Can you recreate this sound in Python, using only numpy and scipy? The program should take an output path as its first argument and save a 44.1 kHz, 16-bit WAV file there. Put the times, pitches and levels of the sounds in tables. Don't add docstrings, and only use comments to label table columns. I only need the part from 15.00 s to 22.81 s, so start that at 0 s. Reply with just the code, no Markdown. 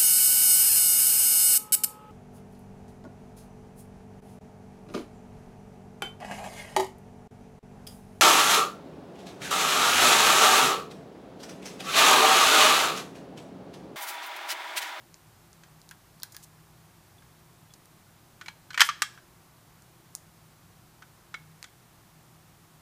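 import sys
import numpy as np
from scipy import signal
from scipy.fft import rfft, irfft, next_fast_len
from scipy.io import wavfile

SR = 44100
rng = np.random.default_rng(int(sys.argv[2]) if len(sys.argv) > 2 else 0)


def dump_mix(stems):
    frames = np.atleast_2d(stems).T
    limited = np.clip(frames, -1, 1)
    pcm = np.round(limited * 32767).astype(np.int16)
    wavfile.write(sys.argv[1], SR, pcm)


N = 344421
BLOW_T = np.arange(12288) / SR


def amp(db):
    return 10 ** (np.asarray(db) / 20)


def unit(x):
    return x / np.sqrt(np.sum(x ** 2) + 1e-20)


def evened(x):
    return unit(x) * np.sqrt(len(x))


def read(points, hz):
    f, value = np.transpose(points)
    return np.interp(np.log(hz + 1), np.log(f), value)


def add(mix, s, db, sound):
    part = mix[round(s * SR):][:len(sound)]
    scaled = amp(db) * np.sqrt(.004 * SR) * unit(sound)
    part += scaled[:len(part)]


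def colour(x, db_at):
    hz = abs(np.fft.fftfreq(4096, 1 / SR))
    log_gain = np.log(amp(np.maximum(db_at(hz), -100)))
    spectrum = np.exp(np.conj(signal.hilbert(log_gain)))
    taps = np.fft.ifft(spectrum).real[:2048]
    return unit(signal.fftconvolve(x, taps)[:len(x)])


def fade(t60):
    return amp(-60 * BLOW_T / t60)


def burst(t60):
    return unit(rng.standard_normal(len(BLOW_T)) * fade(t60))


def mode(hz, t60):
    return np.sin(2 * np.pi * hz * BLOW_T) * fade(t60)


def drift(rate_hz):
    knots = rng.standard_normal(400)
    return evened(np.interp(np.arange(N) * rate_hz / SR, np.arange(len(knots)), knots))


def tick_width(db, octaves=.66, ref_db=-48, octaves_per_db=.028):
    return max(octaves + octaves_per_db * (db - ref_db), .1)


def screwdriver(snap=3, skirt_db=-17, ring_db=-15, ring_t60=.03, body_hz=1300):
    # (time [s], level [dB], centre [Hz], t60 of the trail [s])
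    catches = [(.1431, -46.8, 4900, .002), (.5306, -53.5, 5730, .002), (.8165, -53, 6250, .002),
               (.8912, -48, 5800, .002), (.9114, -44.5, 8800, .004), (1.2006, -52.5, 6200, .003),
               (1.222, -46.5, 4200, .01), (1.233, -29, 6760, .004), (1.322, -47, 7950, .05),
               (1.346, -47, 6600, .03), (1.3662, -37.5, 6300, .006), (1.4393, -49, 7800, .04),
               (2.7376, -47.5, 6200, .028), (2.857, -55, 9500, .004), (4.822, -56, 7000, .005),
               (6.628, -39, 4300, .003)]
    # (time [s], level [dB], centre [Hz], t60 of the trail [s], width [octaves])
    pluck = (5.1517, -31.5, 8600, .001, .53)
    # (frequency [Hz], relative level [dB])
    bit = [(1000, 9), (2000, 0), (3000, -8), (4100, 4), (5100, 2), (5800, -0.5), (6700, 2), (8000, -5.5),
           (9700, -1), (11800, -6.5), (13800, 2)]

    out = np.zeros(N)
    snaps = [(s, db, hz, t60, tick_width(db)) for s, db, hz, t60 in catches]
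    for s, db, centre_hz, t60, octaves in snaps + [pluck]:
        trail = rng.standard_normal(len(BLOW_T)) * fade(t60)
        release = unit(np.r_[snap, trail[1:]])
        contact = release + amp(ring_db) * burst(ring_t60)

        def gain_db(hz):
            band = np.exp(-(np.log2((hz + 1) / centre_hz) / octaves) ** 2)
            skirt = amp(skirt_db) * hz / np.hypot(hz, body_hz) / (1 + hz / centre_hz)
            return read(bit, hz) + 10 * np.log10(band + skirt ** 2)

        add(out, s, db, colour(contact, gain_db))
    return out


def rubbing(grains_per_s=9000, spread_db=2.5, width_octaves=.85):
    # (start [s], length [s], rms level over that length [dB], centre [Hz])
    rubs = [(1.294, .16, -65, 5800), (1.421, .033, -54, 7200), (3.812, .082, -43, 8850)]

    out = np.zeros(N)
    for s, length, db, centre_hz in rubs:
        caught = rng.random(len(BLOW_T)) < grains_per_s / SR
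        size, spread = rng.standard_normal((2, len(BLOW_T)))
        stroke = np.sin(np.pi * np.minimum(BLOW_T / length, 1))
        grains = caught * size * amp(spread_db * spread) * stroke

        def gain_db(hz):
            return -20 * np.log10(1 + (np.log2((hz + 1) / centre_hz) / width_octaves) ** 2)

        add(out, s, db + 10 * np.log10(length / .004), colour(grains, gain_db))
    return out


def blows(rebound_s=.004, hardness=.85, rebound_db=-4.5, rebound_db_per_db=.09, spot_wander=.12):
    # (time [s], level ahead of the bass cut [dB],
    # hardness as a treble corner [Hz], pitch of the struck spot [Hz])
    knocks = [(.6349, -49.5, 5000, 1610), (.9112, -41, 1700, 1575), (1.233, -42, 2400, 1600),
              (1.346, -48.5, 2200, 1660), (1.366, -49, 2600, 1780), (2.222, -56, 2500, 1610),
              (3.412, -37.5, 2500, 1486), (3.46, -41, 3000, 2280), (3.4822, -33.5, 3300, 900),
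              (3.705, -37.5, 3600, 1520), (3.731, -44, 6000, 2270), (3.7433, -31, 2900, 2300),
              (3.776, -20, 2800, 1850), (3.795, -19.5, 2600, 2100), (3.8055, -9.5, 7500, 1750),
              (3.815, -7.6, 4200, 1407), (3.8888, -19, 2500, 1190), (4.0199, -16.5, 9500, 1200),
              (4.1759, -45, 1900, 1600), (6.0217, -43.5, 1900, 1500), (6.3414, -33, 2600, 1413),
              (6.641, -40.5, 6500, 1510)]

    beside = 1 + spot_wander * rng.uniform(-1, 1, len(knocks))
    landings = []
    for (s, db, corner_hz, spot_hz), shift in zip(knocks, beside):
        landings.append((s, db, corner_hz, spot_hz))
        weaker_db = db + rebound_db + rebound_db_per_db * db
        landings.append((s + rebound_s, weaker_db, corner_hz * hardness, spot_hz * shift))
    return landings


def drive(crack_db=-5, crack_t60=.005, modes_db=-14, spot_t60=.055, rise_s=.0008, low_hz=620):
    # (frequency [Hz], relative level [dB])
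    casing_tone = [(100, -44), (300, -22), (600, -22), (850, -11), (1150, -2.5), (1600, .5), (2100, -1.5),
                   (2700, -5), (3200, -2.5), (4000, -6), (5500, -4), (7000, -4.5), (10000, -11.5),
                   (13500, -11), (15500, -18)]
    # (frequency [Hz], relative level [dB], t60 [s])
    metal_modes = [(1168, -13, .1), (1347, -7, .07), (1418, -5, .08), (1490, -8.5, .15), (1566, -6.5, .18),
                   (1660, -5.5, 0.26), (1924, -6, 0.11), (2010, -7, .14), (2166, -6.5, .2),
                   (2360, -7, 0.19), (2610, -6.5, .12), (2842, -8.5, .12), (3100, -2.5, .13),
                   (3200, -3.5, 0.17), (3265, -5.5, .26), (3470, -9, .22), (3973, -10, .13),
                   (5110, -7.5, 0.17), (5370, -7.5, .17), (6008, -8.5, .16), (7192, -7.5, .15),
                   (7752, -6.5, .16), (8400, -8.5, .17)]
    usual_corner_hz = 3000
    casing_t60, t60_per_octave = .032, .7
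    usual_spot_db, spot_db_per_octave = -2, -4

    out = np.zeros(N)
    contact = 1 - np.exp(-BLOW_T / rise_s)
    rings = [mode(hz, t60) for hz, _, t60 in metal_modes]
    for s, db, corner_hz, spot_hz in blows():
        harder = np.log2(corner_hz / usual_corner_hz)
        t60 = casing_t60 * t60_per_octave ** harder
        spot_db = usual_spot_db + spot_db_per_octave * harder

        def soft_db(hz):
            return -10 * np.log10(1 + (hz / corner_hz) ** 3)

        rattle = contact * (burst(t60) + amp(crack_db) * burst(crack_t60))
        casing = colour(rattle, lambda hz: read(casing_tone, hz) + soft_db(hz))

        signs = rng.choice([-1, 1], len(metal_modes))
        metal = np.zeros(len(BLOW_T))
        for sign, ring, (hz, level, _) in zip(signs, rings, metal_modes):
            metal += sign * amp(level + soft_db(hz)) * ring

        spot = unit(mode(spot_hz, spot_t60))
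        ringing = amp(modes_db) * unit(metal) + amp(spot_db) * spot
        add(out, s, db, casing + contact * ringing)
    bass_cut = signal.butter(1, low_hz, "highpass", fs=SR, output="sos")
    return signal.sosfilt(bass_cut, out)


def clear_rings(linger_db=-11, linger_times=4):
    # (time [s], level [dB], pitch [Hz], t60 of the quick part [s])
    notes = [(2.183, -57, 3450, .05), (2.705, -57, 3400, .06), (3.4822, -39, 4100, .018),
             (3.484, -39, 2270, .02), (3.705, -45, 4120, .03), (3.815, -18, 3140, .035),
             (4.022, -34, 3280, .07), (6.3416, -45, 3940, .04), (6.345, -32.3, 2200, .055),
             (6.643, -49, 3450, .05)]

    out = np.zeros(N)
    for s, db, hz, t60 in notes:
        quick = unit(mode(hz, t60))
        lingering = unit(mode(hz, linger_times * t60))
        add(out, s, db, quick + amp(linger_db) * lingering)
    return out


def room(x, early_db=-12.5, early_t60=.1, late_db=-19.0, delay_s=.005, scatter_hz=1300):
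    # (frequency [Hz], t60 [s])
    wall_t60 = [(300, .35), (1500, 0.42), (4000, 0.44), (8000, 0.39), (15000, 0.12)]

    hz, t, bands = signal.stft(rng.standard_normal(len(BLOW_T)), SR, nperseg=256)
    decay = amp(-60 * t / read(wall_t60, hz)[:, None])
    late = signal.istft(bands * decay, SR, nperseg=256)[1][:len(BLOW_T)]

    scatter = signal.butter(1, scatter_hz, "highpass", fs=SR, output="sos")
    early = signal.sosfilt(scatter, burst(early_t60))
    echoes = amp(early_db) * early + amp(late_db) * unit(late)
    return signal.oaconvolve(x, np.pad(echoes, (round(delay_s * SR), 0)))[:N]


def background(air_db=-58, waver=.5, waver_hz=12, wander_rad=.9):
    # (frequency [Hz], relative level per Hz [dB])
    air_tone = [(20, -16), (60, -5), (80, -6.5), (100, -4), (165, -1.5), (200, -5.5), (260, -10.5),
                (350, -8.5), (480, -15.5), (720, -11.5), (1100, -12.5), (1700, -17), (2800, -21),
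                (15000, -24.5)]
    # (frequency [Hz], rms level [dB])
    hum_lines = [(61, -78.5), (98, -70.5), (122, -68.5), (158, -65), (343, -77.5), (1082, -83)]

    size, t = next_fast_len(N, True), np.arange(N) / SR
    spectrum = rfft(rng.standard_normal(size))
    shape = amp(read(air_tone, np.fft.rfftfreq(size, 1 / SR)))
    air = evened(irfft(spectrum * shape, size)[:N])

    hum = np.zeros(N)
    for hz, db in hum_lines:
        swell = 1 + waver * drift(waver_hz)
        phase = 2 * np.pi * hz * t + wander_rad * drift(waver_hz)
        hum += amp(db) * evened(swell * np.sin(phase))
    return amp(air_db) * air + hum


def scene(tick_room_db=-2.0):
    ticks = screwdriver() + rubbing()
    knocks = drive() + clear_rings()
    tail = room(knocks + amp(tick_room_db) * ticks)
    return (ticks + knocks + tail + background())[None]


def record(dry, edge_hz=15400):
    lowpass = signal.firwin(301, edge_hz, window=("kaiser", 8), fs=SR)
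    return signal.oaconvolve(np.clip(dry, -1, 1), lowpass[None], "same")


dry = scene()
out = record(dry)
dump_mix(out)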